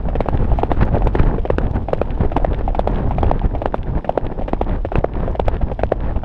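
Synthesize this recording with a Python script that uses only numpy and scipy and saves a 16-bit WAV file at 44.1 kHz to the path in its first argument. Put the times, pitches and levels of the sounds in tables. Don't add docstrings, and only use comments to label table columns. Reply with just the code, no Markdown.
import sys
import numpy as np
from scipy import signal
from scipy.fft import rfft, irfft, next_fast_len
from scipy.io import wavfile
from scipy.ndimage import uniform_filter1d

SR = 44100
rng = np.random.default_rng(int(sys.argv[2]) if len(sys.argv) > 2 else 0)


def dump_mix(stems):
    frames = np.atleast_2d(stems).T
    limited = np.clip(frames, -1, 1)
    pcm = np.round(limited * 32767).astype(np.int16)
    wavfile.write(sys.argv[1], SR, pcm)


N = 275184
STEP = np.arange(4096) / SR
CLOCK = np.arange(N) / SR


# (time [s], buffeting [dB], rush [dB], hiss [dB])
AIRFLOW = [(0.0, -18, -30, -43.5), (0.25, -20.5, -34, -45), (0.55, -20.5, -38.5, -67.5),
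           (1.0, -12.5, -26.5, -39.5), (1.33, -17, -33, -47), (1.5, -20.5, -33.5, -52),
           (1.9, -17.5, -30, -49.5), (2.15, -17.5, -32.5, -47.5), (2.7, -17.5, -33, -49),
           (3.15, -15.5, -27, -42.5), (3.4, -18.5, -40.5, -54.5), (3.68, -23.5, -33, -48),
           (3.92, -19, -36.5, -56.5), (4.1, -36.5, -34, -55), (4.55, -17, -32.5, -49.5),
           (4.835, -18.5, -41, -59.5), (5.08, -24.5, -37.5, -57), (5.45, -19.5, -36, -55),
           (6.24, -22.5, -36.5, -57.5)]
# (crest time [s], length [s], buffeting [dB], rush [dB], hiss [dB])
GUSTS = [(0.067, 0.046, -10, -28, -51), (0.188, 0.073, -12, -29.5, -44), (0.351, 0.036, -8.5, -22.5, -35.5),
         (0.423, 0.057, -11.5, -22.5, -35), (0.571, 0.16, -12, -24.5, -37), (0.718, 0.031, -10, -20, -32),
         (0.785, 0.04, -14, -26.5, -32.5), (0.817, 0.021, -12, -17, -24.5), (0.83, 0.013, -6, -13, -18),
         (0.845, 0.035, -14, -26.5, -39), (0.881, 0.022, -16, -21, -30.5), (0.962, 0.043, -25, -19, -32.5),
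         (1.067, 0.026, -8, -21.5, -39), (1.195, 0.011, -21, -20.5, -17), (1.205, 0.075, -10.5, -20, -32.5),
         (1.277, 0.029, -14, -28, -34.5), (1.341, 0.072, -28, -21, -37.5), (1.54, 0.037, -14.5, -37, -44),
         (1.618, 0.015, -34, -21.5, -37), (1.653, 0.018, -16.5, -49, -58), (1.76, 0.026, -12.5, -21, -30),
         (2.142, 0.03, -26, -37.5, -54), (2.217, 0.026, -12, -23, -33), (2.239, 0.033, -21, -20.5, -31.5),
         (2.372, 0.016, -13, -16.5, -38), (2.43, 0.037, -14.5, -29.5, -48), (2.522, 0.024, -19, -27.5, -59),
         (2.605, 0.042, -27, -24.5, -33.5), (2.664, 0.03, -14.5, -47, -60), (2.708, 0.051, -15.5, -35, -62),
         (2.896, 0.038, -32, -21, -40), (2.998, 0.078, -31, -26.5, -36.5), (3.067, 0.05, -15, -43, -53),
         (3.186, 0.041, -13, -36, -47), (3.267, 0.076, -12.5, -24.5, -36), (3.36, 0.079, -24, -29.5, -43),
         (3.453, 0.031, -10, -20.5, -34), (3.544, 0.081, -15, -27, -45), (3.803, 0.039, -17, -45, -56),
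         (3.88, 0.047, -25, -27.5, -40), (3.964, 0.052, -16.5, -24.5, -40), (4.247, 0.063, -20.5, -38, -52),
         (4.319, 0.017, -18, -21, -34), (4.392, 0.01, -19, -23, -43), (4.688, 0.048, -29, -24.5, -39),
         (4.74, 0.078, -17.5, -24.5, -35), (4.976, 0.047, -21, -25, -39), (5.21, 0.04, -22, -30, -50),
         (5.232, 0.13, -19, -25.5, -36.5), (5.32, 0.056, -18, -29, -45), (5.479, 0.039, -10.5, -29.5, -36),
         (5.54, 0.071, -18, -28, -36), (5.624, 0.023, -21, -23, -35.5), (5.694, 0.052, -30, -25.5, -39.5),
         (5.734, .03, -13.5, -52, -57), (5.854, 0.065, -14, -43, -64), (6.073, 0.12, -17.5, -29.5, -37.5),
         (6.172, 0.031, -20, -24.5, -57)]
GUST_BUILD, GUST_BREAK = 0.89, 0.76
# (time [s], length [s], depth [dB])
DROPS = [(0.264, .035, -9), (0.461, .03, -4), (0.675, 0.054, -7), (1.17, 0.038, -6), (1.303, 0.028, -2.5),
         (1.69, 0.016, -3), (1.736, .02, -9), (1.797, .03, -9), (1.924, 0.049, -12), (2.185, .03, -6),
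         (2.406, 0.017, -2), (2.464, .03, -9), (2.533, .025, -1), (2.985, .025, -8), (3.04, .03, -8),
         (3.49, 0.027, -4), (3.72, .03, -3), (3.763, 0.025, -17), (3.842, .03, -2), (4.205, 0.025, -12),
         (4.5, .03, -7), (4.92, 0.036, -8), (5.11, 0.048, -2.5), (5.69, .025, -5), (5.811, 0.022, -4),
         (5.911, 0.05, -9)]
# (buffeting [dB], rush [dB], hiss [dB])
SWING_DB = [0.3, 3, 6.5]
# (buffeting [dB], rush [dB], hiss [dB])
LULL_DB = [-2.5, -1.5, -6]
# (lead [s], length [s])
LULLS = [(0.048, 0.086), (0.044, 0.016)]
# (frequency [Hz], relative level per Hz [dB])
BUFFET_COLOUR = [(10, -7), (22, 2), (45, -0.5), (70, -4.5), (110, -11), (170, -20), (280, -33.5),
                 (600, -52), (1200, -90), (15000, -150)]
RUSH_COLOUR = [(60, -14.5), (120, 7.5), (200, 6), (300, 2.5), (420, 0.5), (600, -3), (880, -5),
               (1100, -15.5), (1600, -36.5), (3000, -59.5), (15000, -110)]
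HISS_COLOUR = [(600, -2.5), (1100, 8), (1800, 4.5), (2100, -3.5), (2600, -6), (3600, -16), (4400, -21),
               (5200, -28), (6200, -38), (7500, -43), (9200, -49), (11000, -53), (15000, -68.5)]
# (frequency [Hz], relative level per Hz [dB])
FLOOR_COLOUR = [(300, -0.5), (1200, 6), (2400, -2.5), (3700, -6), (4400, -14), (5200, -9.5), (6200, -23.5),
                (7600, -26), (9200, -23.5), (11000, -34), (15000, -53)]
# (time [s], level [dB])
FINE_CRACKLE = [(0, -65), (0.45, -60), (0.6, -55.5), (0.9, -63), (1.2, -56), (1.4, -64), (1.68, -63),
                (1.83, -60), (2.15, -62), (2.42, -59.5), (2.65, -62.5), (3.07, -60), (3.3, -62.5),
                (3.55, -62), (3.9, -68), (4.7, -66.5), (5.3, -69), (6.24, -71)]
# (frequency [Hz], relative level per Hz [dB])
BRIGHT_COLOUR = [(1000, -6), (2500, 7.5), (3600, 3.5), (4500, -5.5), (6000, -12.5), (7600, -18.5),
                 (9300, -18), (11000, -27), (12500, -22.5), (15500, -40)]
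# (frequency [Hz], relative level per Hz [dB])
CRUNCH_COLOUR = [(400, -5), (800, 1.5), (1200, 11), (2600, 1), (3500, -2.5), (4500, -15), (6000, -23),
                 (7600, -25.5), (9300, -22), (11000, -38.5), (15000, -50.5)]
# (time [s], thud level [dB], thud pitch [Hz], crack level [dB], crack pitch [Hz])
KNOCKS = [(0.054, -27.5, 445, -44, 1470), (0.397, -33, 406, -52, 1710), (0.62, -26, 760, -50, 1900),
          (0.703, -29, 620, -45, 1600), (0.868, -27, 490, -51, 1490), (0.876, -33.5, 730, -47, 1570),
          (0.9445, -19.5, 627, -42, 1650), (0.966, -15, 564, -46, 1770), (0.974, -21.5, 400, -35, 1570),
          (1.058, -33, 600, -39, 1410), (1.172, -31, 800, -46, 1800), (1.192, -29, 720, -34, 1590),
          (1.311, -33, 600, -35, 1630), (1.339, -24, 490, -47, 1490), (1.982, -28, 500, -44, 1650),
          (2.205, -30, 500, -49, 1300), (2.2335, -16.5, 316, -47, 1400), (2.38, -26, 530, -47, 1910),
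          (2.399, -25.5, 660, -47, 1500), (2.426, -30, 600, -51, 1500), (2.538, -26, 500, -48, 1700),
          (2.705, -28, 440, -51, 1700), (2.786, -29, 804, -53, 1500), (2.899, -37, 600, -42, 1380),
          (2.994, -30.5, 695, -46, 1610), (3.244, -21.5, 560, -41, 2440), (3.281, -31, 470, -48, 1600),
          (3.511, -31, 530, -45, 1670), (3.858, -30.5, 360, -54, 1500), (3.874, -36, 600, -43, 1650),
          (3.952, -30, 450, -42, 1580), (4.3, -28.5, 613, -44, 1480), (4.324, -28, 480, -44, 1900),
          (4.379, -26, 425, -54, 1500), (4.665, -29, 500, -46, 1600), (4.696, -26.5, 500, -50, 1570),
          (4.75, -31, 530, -49, 1680), (5.008, -27.5, 560, -57, 1700), (5.172, -37, 600, -40, 1730),
          (5.233, -22, 497, -44, 1590), (5.565, -31, 444, -43, 1700), (6.081, -29.5, 470, -43, 1590),
          (6.093, -32, 610, -44, 1840), (6.11, -30, 580, -46, 1640)]
# (crest time [s], pulse peak [dB], half-width at 1/e [s])
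POPS = [(0.065, -20, 0.0041), (0.407, -10.5, 0.00075), (0.528, -3.5, 0.003), (0.579, -6, 0.0039),
        (1.046, -11, 0.006), (1.205, 0, 0.0019), (1.401, -6, 0.0048), (1.712, -5.5, 0.0021),
        (2.208, -3, 0.0011), (2.248, -14, 0.0024), (2.261, -4.5, 0.0043), (2.592, -6, 0.0039),
        (3.459, -6, 0.0031), (3.681, -12, 0.0048), (3.785, -14, 0.0035), (4.437, -10.5, 0.0065),
        (4.986, -2, 0.0018), (5.636, -4.5, 0.0023), (6.168, -7.5, 0.0046)]
# (time [s], peak [dB])
TICKS = [(0.071, -51), (.3564, -47), (0.582, -43), (0.6, -45), (0.73, -41), (0.852, -43), (0.99, -53),
         (1.048, -39), (1.207, -40), (1.244, -52), (1.712, -42), (1.7544, -45), (2.209, -48), (2.589, -42),
         (2.9133, -43), (3.092, -47), (3.393, -55), (3.46, -38.5), (4.987, -37), (5.045, -40), (5.185, -52),
         (5.3135, -42), (5.616, -50), (5.6341, -43), (5.736, -46), (5.8474, -47)]
# (frequency [Hz], relative level per Hz [dB])
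TICK_COLOUR = [(1500, -9), (3500, 4.5), (5500, 1), (7600, -6), (9300, -9), (11000, -21), (12500, -16),
               (15500, -47)]
# (time [s], clop level [dB], clop pitch [Hz], scuff level [dB], slide decay [s], crack of stone [dB])
HIND = [(0.086, -24, 660, -42, 0.0067, -41), (0.1539, -19, 520, -36, .006, -35),
        (0.259, -24.5, 574, -49, .006, -50), (0.517, -23, 696, -44, .012, -46),
        (0.587, -18.5, 770, -39, .012, -38), (0.9515, -23.5, 670, -39, 0.013, -42),
        (1.0206, -22.5, 750, -42.5, .006, -40), (1.3819, -22.5, 450, -45, 0.0087, -44),
        (1.452, -19, 518, -39, 0.0062, -40), (1.885, -21, 690, -42, .008, -42),
        (2.2484, -19.5, 393, -45, 0.0093, -45), (2.318, -23.5, 640, -38.5, .009, -36),
        (2.6781, -18.5, 765, -40.5, 0.015, -47), (2.7475, -21, 787, -34, 0.0075, -38),
        (3.109, -21.5, 800, -36.5, 0.01, -40.5), (3.183, -21, 684, -34, 0.0057, -43),
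        (3.4152, -27.5, 830, -57, .006, -54), (3.55, -21.5, 655, -42, 0.0069, -44),
        (3.618, -20, 636, -38.5, 0.005, -44), (3.9787, -29, 625, -45, 0.011, -44),
        (4.0451, -26.5, 583, -38.5, 0.0093, -37), (4.392, -27, 530, -51, .008, -47),
        (4.411, -28.5, 725, -52, .005, -47), (4.42, -26.5, 590, -58, .008, -54),
        (4.4808, -22.5, 556, -35, 0.011, -38.5), (4.8492, -18.5, 520, -39, 0.0065, -36.5),
        (4.9187, -21, 680, -40, 0.01, -35), (5.2779, -21, 525, -45, .008, -46),
        (5.3512, -23.5, 670, -44, .007, -44), (5.7153, -21.5, 517, -41.5, .008, -43),
        (5.792, -23, 665, -38, 0.0081, -36), (6.1603, -27.5, 610, -42, 0.0087, -51),
        (6.2345, -26, 674, -40, .008, -38) ]
# (frequency [Hz], relative level per Hz [dB])
SCUFF_COLOUR = [(500, -15), (1200, 5.5), (1800, -0.5), (2600, -0.5), (3400, -9), (4200, -24), (5500, -28.5),
                (7600, -44.5), (9300, -38.5), (11000, -50.5), (15500, -62)]
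# (time [s], clop level [dB], clop pitch [Hz], clop decay [s], heel lead [s], heel strike [dB], stone level [dB],
#  stone pitch [Hz], snap of grit [dB], shoe level [dB], shoe pitch [Hz], crunch level [dB])
FORE = [(0.206, -15.5, 420, 0.00081, 0.00098, -16, -34, 2200, -39.5, -49, 3900, -38.5),
        (0.2869, -11.5, 348, .00025, 0.00075, -14, -46, 2740, -38.5, -50, 4200, -44),
        (0.6348, -12, 500, 0.00052, 0.0022, -13, -40, 2320, -36.5, -45, 3330, -44),
        (0.7164, -14, 387, 0.0011, 0.00028, -12, -31, 1800, -45, -42, 3600, -41),
        (1.0715, -15.5, 637, 0.00041, 0.0021, -20, -37, 2460, -37, -43, 3380, -40),
        (1.153, -13.5, 370, 0.00076, 0.002, -18, -27, 1800, -39, -48, 2520, -41),
        (1.5025, -8.5, 488, .00079, .0017, -15.5, -26.5, 1810, -40.5, -44, 2410, -42),
        (1.5834, -11.5, 360, 0.00041, 0.00068, -38, -20.5, 1440, -37.5, -30.5, 2700, -44),
        (1.9324, -11.5, 470, 0.0007, 0.0013, -14.5, -30, 1260, -35.5, -61, 3700, -39),
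        (2.0151, -10.5, 496, .00071, 0.0011, -25, -24.5, 1290, -39.5, -34.5, 2490, -46),
        (2.3654, -12.5, 730, 0.00054, 0.001, -20.5, -33, 2070, -34.5, -34.5, 2740, -36),
        (2.4469, -10.5, 613, 0.00066, 0.0015, -25, -30.5, 1890, -41, -48, 2500, -54),
        (2.7926, -10, 692, 0.00069, .00053, -19.5, -43, 2700, -38, -38.5, 3500, -39.5),
        (2.874, -11, 597, 0.00053, .0022, -28, -32, 2030, -36, -45, 3400, -40),
        (3.231, -10.5, 430, 0.00059, 0.00046, -12.5, -41, 1810, -46, -40, 3200, -42),
        (3.3141, -11.5, 540, .00048, 0.00098, -14.5, -36, 1900, -39, -39, 2800, -54),
        (3.6578, -11, 620, 0.0004, .0023, -28, -27, 1710, -35, -47, 2820, -45),
        (3.7427, -11.5, 553, 0.00053, 0.0008, -18.8, -24, 1300, -42, -40, 2390, -39.5),
        (4.093, -9.5, 667, 0.0008, 0.001376, -32, -40, 2320, -37, -40.5, 3070, -45),
        (4.176, -8, 538, .00053, .0021, -27.5, -29, 1510, -41, -47, 2190, -49),
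        (4.5327, -11.5, 350, .00066, 0.00035, -13.5, -35.5, 1950, -41, -47, 3050, -45),
        (4.6139, -11.5, 560, 0.00042, 0.0023, -22.5, -42, 2520, -39.5, -46.5, 3500, -43),
        (4.9555, -10.5, 430, 0.00042, 0.00055, -18, -26.5, 1600, -49, -26.5, 2580, -39),
        (5.0435, -8, 538, 0.00058, .0025, -22.5, -27, 1450, -53, -38, 1710, -57),
        (5.3973, -10.5, 585, 0.00049, .0021, -19.5, -37, 2430, -36.5, -39.5, 3450, -53),
        (5.482, -10, 597, 0.00051, .0015, -31, -25.5, 1530, -33, -50, 3100, -48),
        (5.8341, -8.5, 582, 0.0006, .0029, -38, -27.5, 1610, -40.5, -35, 2600, -48),
        (5.9204, -7.5, 533, 0.00067, .0027, -22.5, -26.5, 1800, -40.5, -54, 2860, -48)]
# (frequency [Hz], relative level per Hz [dB])
SNAP_COLOUR = [(500, -29), (1500, -2), (2200, -1), (2700, 1), (3500, -6.5), (4200, -12), (5500, -20.5),
               (7600, -27), (9300, -26.5), (11000, -41.5), (12800, -40), (15500, -56)]
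# (time [s], peak [dB])
DRY_CLICKS = [(0.373, -19), (1.231, -19), (1.667, -22.5), (2.105, -19.5), (2.5311, -20), (2.544, -17.5),
              (2.958, -20), (3.265, -22), (3.393, -19.5), (3.458, -36), (3.83, -21.5), (4.266, -18.5),
              (4.693, -22.5), (4.984, -28), (5.0095, -33), (5.135, -24), (5.5667, -22), (5.617, -28.5),
              (6.004, -24)]
# (frequency [Hz], relative level per Hz [dB])
CLICK_COLOUR = [(700, -25.5), (1600, 17.5), (2500, 11.5), (3500, 10), (4500, -8), (6000, -19.5),
                (7600, -28), (9200, -29.5), (14000, -35)]

STRIDE_S = 0.43
SWING_DELAY_S, SWING_ATTACK_S, SWING_HOLD_S, SWING_RELEASE_S = 0.062, 0.054, 0.083, 0.031
SLACK_DELAY_S, SLACK_LENGTH_S = 0.033, 0.008
FLUTTER_HZ, FLUTTER_DB = 12.3, [2.1, 2.1, 2]
FLOOR_DB, FLOOR_SWING_DB = -58, -4
RATTLE_DB, RATTLE_PER_S = -10, 190
RATTLE_HZ, RATTLE_CYCLES = (880, 3600), 11
RATTLE_TILT_DB = -8.5
SCATTER_PER_S, SCATTER_DB, SCATTER_SWING_DB = 110, -75.5, 5.5
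THUD_DECAY_S, CRACK_DECAY_S = 0.00076, 0.0005
TOE_DELAY_S, TOE_DB = 0.008, -10.5
HIND_CRUNCH_DB = -56.5
HIND_SPRAY_DB, HIND_SPRAY_DELAY_S = -14.5, 0.0025
PEBBLE_HZ, PEBBLE_CYCLES = (735, 3500), 1.3
PEBBLE_DB, PEBBLE_SPREAD_DB = -49.5, 14
PEBBLE_DELAY_S = 0.039
HEEL_HZ, HEEL_DECAY_S = 667, 0.00039
STONE_DECAY_S, SHOE_DECAY_S = 0.00051, 0.0006
JOLT_DELAY_S, JOLT_WIDTH_S, JOLT_DB = 0.01, 0.0068, -19.5
CHATTER_DB = -3.5
LOW_CUT_HZ = 9.7
CUTOFF_HZ = 15900


def from_db(db):
    return 10 ** (np.asarray(db) / 20)


def rms_one(x):
    return x / np.sqrt(np.mean(x ** 2) + 1e-20)


def burst_one(x, seconds):
    return x * np.sqrt(seconds * SR / (np.sum(x ** 2) + 1e-20))


def levelled(x, size):
    x = rms_one(x)
    power = uniform_filter1d(uniform_filter1d(x ** 2, size=size), size=size)
    return x / np.sqrt(power + 0.025)


def in_time(rows):
    s, *columns = np.transpose(rows)
    return [np.interp(CLOCK, s, c) for c in columns]


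def add(out, s, sound):
    at = max(0, round(s * SR))
    part = out[at:at + len(sound)]
    part += sound[:len(part)]


def colour(x, spectrum):
    size = 2 * next_fast_len(len(x))
    hz, db = np.transpose(spectrum)
    grid = np.maximum(np.arange(size // 2 + 1) * SR / size, 1)
    gain = from_db(np.interp(np.log(grid), np.log(hz), db))
    cepstrum = irfft(np.log(gain))
    cepstrum[1:size // 2] *= 2
    cepstrum[size // 2 + 1:] = 0
    return irfft(rfft(x, size) * np.exp(rfft(cepstrum)))[:len(x)]


def drift(rate):
    r = np.exp(-2 * np.pi * rate / SR)
    noise = rng.standard_normal(N + SR)
    return rms_one(signal.lfilter([1], [1, -2 * r, r * r], noise)[SR:])


def clicks_of(length, per_s, spread_db):
    sizes = from_db(spread_db * np.minimum(rng.exponential(1, length), 4))
    return sizes * rng.standard_normal(length) * (rng.random(length) < per_s / SR)


def crackle(per_s, spread_db):
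    return clicks_of(N, per_s, spread_db)


def grains(per_s, spread_db):
    return clicks_of(len(STEP), per_s, spread_db)


def bump(s, length):
    return np.exp(-np.minimum((2 * (CLOCK - s) / length) ** 2, 50))


def swell(start, rise, decay):
    t = np.maximum(STEP - start, 0)
    return (1 - np.exp(-t / rise)) * np.exp(-t / decay)


def knock(start, hz, rise, decay):
    return swell(start, rise, decay) * np.sin(2 * np.pi * hz * (STEP - start))


def slap(start, hz, decay):
    t = np.maximum(STEP - start, 0)
    envelope = t ** 2 * np.exp(-t / decay) / decay ** 2
    return burst_one(envelope * np.sin(2 * np.pi * hz * t), 0.0066)


def stride():
    first = [row[0] for row in FORE[::2]]
    second = [row[0] for row in FORE[1::2]]
    landings = [FORE[0][0] - STRIDE_S] + first + [FORE[-2][0] + STRIDE_S]
    corners = np.cumsum([SWING_DELAY_S, SWING_ATTACK_S, SWING_HOLD_S, SWING_RELEASE_S])
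    swing = sum(np.interp(CLOCK, s + corners, [0, 1, 1, 0]) for s in landings)
    lull = sum(bump(s + SLACK_DELAY_S, SLACK_LENGTH_S) for s in second)
    for times, (lead, length) in zip((landings, second), LULLS):
        lull = lull + sum(bump(s - lead, length) for s in times)
    return swing, lull


def air_levels(swing, lull):
    steady_db = np.array(in_time(AIRFLOW)) + np.outer(SWING_DB, swing) + np.outer(LULL_DB, lull)
    power = from_db(steady_db) ** 2
    for s, length, *gust_db in GUSTS:
        stretch = np.where(CLOCK < s, GUST_BUILD, GUST_BREAK)
        power += np.outer(from_db(gust_db) ** 2, bump(s, length * stretch))
    return np.sqrt(power) * from_db(np.outer(FLUTTER_DB, drift(FLUTTER_HZ)))


def wind(gains, buffet_trim_db, rush_trim_db, hiss_trim_db):
    buffet_gain, rush_gain, hiss_gain = gains
    lumps = levelled(colour(rng.standard_normal(N), BUFFET_COLOUR), size=1100)
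    eddies = drift(120) + 0.4 * lumps
    torn_noise = rng.standard_normal(N) * from_db(3.44 * eddies)
    rush = levelled(colour(torn_noise, RUSH_COLOUR), size=1100)
    torn_clicks = crackle(per_s=3200, spread_db=-0.5) * from_db(1.6 * eddies)
    hiss = levelled(colour(torn_clicks, HISS_COLOUR), size=1100)
    drop_db = sum(depth_db * bump(s, length) for s, length, depth_db in DROPS)
    air = from_db(buffet_trim_db + drop_db) * buffet_gain * lumps
    air += from_db(rush_trim_db) * rush_gain * rush
    return air + from_db(hiss_trim_db) * hiss_gain * hiss


def background(swing):
    hiss = rms_one(colour(rng.standard_normal(N), FLOOR_COLOUR))
    return from_db(FLOOR_DB + FLOOR_SWING_DB * swing) * hiss


def rattle(clump_db, count):
    clumps = from_db(clump_db * np.clip(drift(35), -2, 1))
    clicks = crackle(per_s=RATTLE_PER_S, spread_db=4.0) * clumps
    dealt = rng.integers(0, count, N)
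    out = np.zeros(N)
    for k, hz in enumerate(np.geomspace(*RATTLE_HZ, count)):
        r = from_db(-60 * hz / (RATTLE_CYCLES * SR))
        w = 2 * np.pi * hz / SR
        struck = clicks * (dealt == k) + 1e-18
        ring = signal.lfilter([1, 0, -1], [1, -2 * r * np.cos(w), r * r], struck)
        out += from_db(RATTLE_TILT_DB * np.log2(hz / RATTLE_HZ[0])) * ring
    low_pass = signal.butter(4, RATTLE_HZ[1], fs=SR, output="sos")
    return rms_one(signal.sosfilt(low_pass, out))


def fine_crackle(swing, swing_db, clump_db):
    level_db, = in_time(FINE_CRACKLE)
    clumps = from_db(clump_db * np.clip(drift(25), -2, 2))
    bright = rms_one(colour(crackle(per_s=3000, spread_db=-2.0) * clumps, BRIGHT_COLOUR))
    return from_db(level_db + swing_db * swing) * bright


def scatter(swing):
    falling = crackle(per_s=SCATTER_PER_S, spread_db=4.0) * from_db(SCATTER_SWING_DB * swing)
    return from_db(SCATTER_DB) * rms_one(colour(falling, CRUNCH_COLOUR))


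def knocks():
    out = np.zeros(N)
    for s, thud_db, thud_hz, crack_db, crack_hz in KNOCKS:
        thud = from_db(thud_db) * slap(0, thud_hz, THUD_DECAY_S)
        crack = from_db(crack_db) * slap(0, crack_hz, CRACK_DECAY_S)
        add(out, s, thud + crack)
    return out


def pops(edge_db):
    out = np.zeros(N)
    for s, peak_db, width in POPS:
        crest = 3 * width
        pulse = -np.exp(-((STEP - crest) / width) ** 2)
        specks = grains(12000, 1.8) * swell(crest, 0.0002, 0.001)
        tick = burst_one(colour(specks, CLICK_COLOUR), 0.0011)
        add(out, s - crest, from_db(peak_db) * (pulse + from_db(edge_db) * tick))
    return out


def ticks():
    out = np.zeros(N)
    for s, peak_db in TICKS:
        tick = colour(grains(14000, 2.5) * swell(0, 0.0002, 0.0009), TICK_COLOUR)
        add(out, s, from_db(peak_db) * tick / np.abs(tick).max())
    return out


def gravel(land, spectrum, snap_db, snap_decay, crunch_db, crunch_rise, crunch_decay):
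    snap = grains(12000, 2.2) * swell(land, 0.00041, snap_decay)
    crunch = grains(1100, 1.2) * swell(land, crunch_rise, crunch_decay)
    return (from_db(snap_db) * burst_one(colour(snap, spectrum), 0.005)
            + from_db(crunch_db) * burst_one(colour(crunch, CRUNCH_COLOUR), 0.016))


def stone(land, hz, decay):
    pitch = hz * 2 ** (0.29 * np.clip(rng.standard_normal(), -1.5, 2))
    return burst_one(knock(land, pitch, 0.000082, decay), 0.0071)


def hind_hooves(clop_trim_db, snap_trim_db):
    ring_hz, ring_db, thud_hz, thud_db = 747, -16, 276, -7.5
    out = np.zeros(N)
    for s, clop_db, hz, scuff_db, slide, crack_db in HIND:
        chance = np.clip(rng.standard_normal(5), -2, 2)
        ring = knock(0, ring_hz * (1 + 0.099 * chance[1]), 0.00046, 0.0058)
        thud = knock(0, thud_hz * (1 + 0.32 * chance[2]), 0.0038, 0.0044)
        clop = knock(0, hz, 0.0016, 0.0023)
        clop += from_db(ring_db + 2 * chance[0]) * ring + from_db(thud_db) * thud
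        toe = slap(TOE_DELAY_S * (1 + 0.23 * chance[3]), hz * (1 + 0.2 * chance[4]), 0.0014)
        step = from_db(clop_db + clop_trim_db) * (burst_one(clop, 0.0061) + from_db(TOE_DB) * toe)
        step += gravel(0, SCUFF_COLOUR, scuff_db + snap_trim_db, slide,
                       HIND_CRUNCH_DB, crunch_rise=0.0031, crunch_decay=0.0091)
        spray = colour(grains(3000, 1.5) * swell(HIND_SPRAY_DELAY_S, 0.0037, slide), BRIGHT_COLOUR)
        step += from_db(scuff_db + HIND_SPRAY_DB) * burst_one(spray, 0.0074)
        step += from_db(crack_db) * stone(0, hz=1620, decay=0.002)
        add(out, s, step)
    return out


def pebbles(count):
    out = np.zeros(N)
    low, high = PEBBLE_HZ
    for s, *_ in FORE + HIND:
        for wait, pitch, size in rng.random((count, 3)):
            hz = low * (high / low) ** pitch
            level = from_db(PEBBLE_DB + PEBBLE_SPREAD_DB * size) * low / hz
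            click = burst_one(knock(0, hz, 0.0001, PEBBLE_CYCLES / hz), 0.0094)
            add(out, s - PEBBLE_DELAY_S * np.log(1 - wait), level * click)
    return out


def fore_hooves(snap_trim_db):
    ring_hz, ring_db, thud_hz, thud_db = 670, -16.5, 179, -14.5
    out = np.zeros(N)
    for (s, clop_db, hz, decay, lead, heel_db, stone_db, stone_hz,
         snap_db, shoe_db, shoe_hz, crunch_db) in FORE:
        chance = np.clip(rng.standard_normal(4), -1.5, 1.5)
        step = from_db(heel_db) * slap(0, HEEL_HZ, HEEL_DECAY_S)
        step += from_db(clop_db) * slap(lead, hz, decay)
        step += from_db(stone_db) * slap(lead, stone_hz, STONE_DECAY_S)
        step += from_db(shoe_db) * slap(lead, shoe_hz, SHOE_DECAY_S)
        ring = knock(lead + 0.00095, ring_hz * (1 + 0.23 * chance[0]), 0.0085, 0.0036)
        thud = knock(lead, thud_hz * (1 + 0.28 * chance[1]), 0.0018, 0.0058)
        step += from_db(clop_db + ring_db + 2 * chance[2]) * burst_one(ring, 0.0078)
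        step -= from_db(clop_db + thud_db + 2 * chance[3]) * burst_one(thud, 0.0061)
        heel_grit = colour(grains(13000, 0.89) * swell(0, 0.0001, 0.00021), SNAP_COLOUR)
        step += from_db(heel_db - 26.5) * burst_one(heel_grit, 0.004)
        step += gravel(lead, SNAP_COLOUR, snap_db + snap_trim_db, 0.0021,
                       crunch_db, crunch_rise=0.011, crunch_decay=0.0079)
        add(out, s - lead, step)
    return out


def jolts():
    out = np.zeros(N)
    for s, *_ in FORE[::2]:
        size = from_db(JOLT_DB + 2.7 * rng.standard_normal())
        add(out, s, -size * np.exp(-((STEP - JOLT_DELAY_S) / JOLT_WIDTH_S) ** 2))
    return out


def dry_clicks(trim_db):
    out = np.zeros(N)
    for s, peak_db in DRY_CLICKS:
        chatter = grains(8700, 1.9) * swell(0, 0.000093, 0.002)
        chatter = from_db(CHATTER_DB) * chatter / np.linalg.norm(chatter)
        click = colour(signal.unit_impulse(len(STEP)) + chatter, CLICK_COLOUR)
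        add(out, s + 0.0013, from_db(peak_db + trim_db) * click / np.abs(click).max())
    return out


def scene():
    swing, lull = stride()
    gains = air_levels(swing, lull)
    air = wind(gains, buffet_trim_db=-1.6, rush_trim_db=0.74, hiss_trim_db=-4)
    track = from_db(RATTLE_DB) * gains[2] * rattle(clump_db=2.0, count=18)
    track += fine_crackle(swing, swing_db=0.5, clump_db=5.0) + scatter(swing) + knocks() + ticks()
    horse = hind_hooves(clop_trim_db=3.5, snap_trim_db=3.5) + pebbles(count=4)
    horse += fore_hooves(snap_trim_db=2.0) + dry_clicks(trim_db=-5.0)
    low_cut = signal.butter(1, LOW_CUT_HZ, "high", fs=SR, output="sos")
    thumps = signal.sosfilt(low_cut, pops(edge_db=-38.0) + jolts())
    return (air + background(swing) + track + horse + thumps)[None]


def record(dry):
    rounded = dry / (1 + dry ** 8) ** (1 / 8)
    return signal.sosfilt(signal.cheby2(12, 70, CUTOFF_HZ, fs=SR, output="sos"), rounded)


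dry = scene()
out = record(dry)
dump_mix(out)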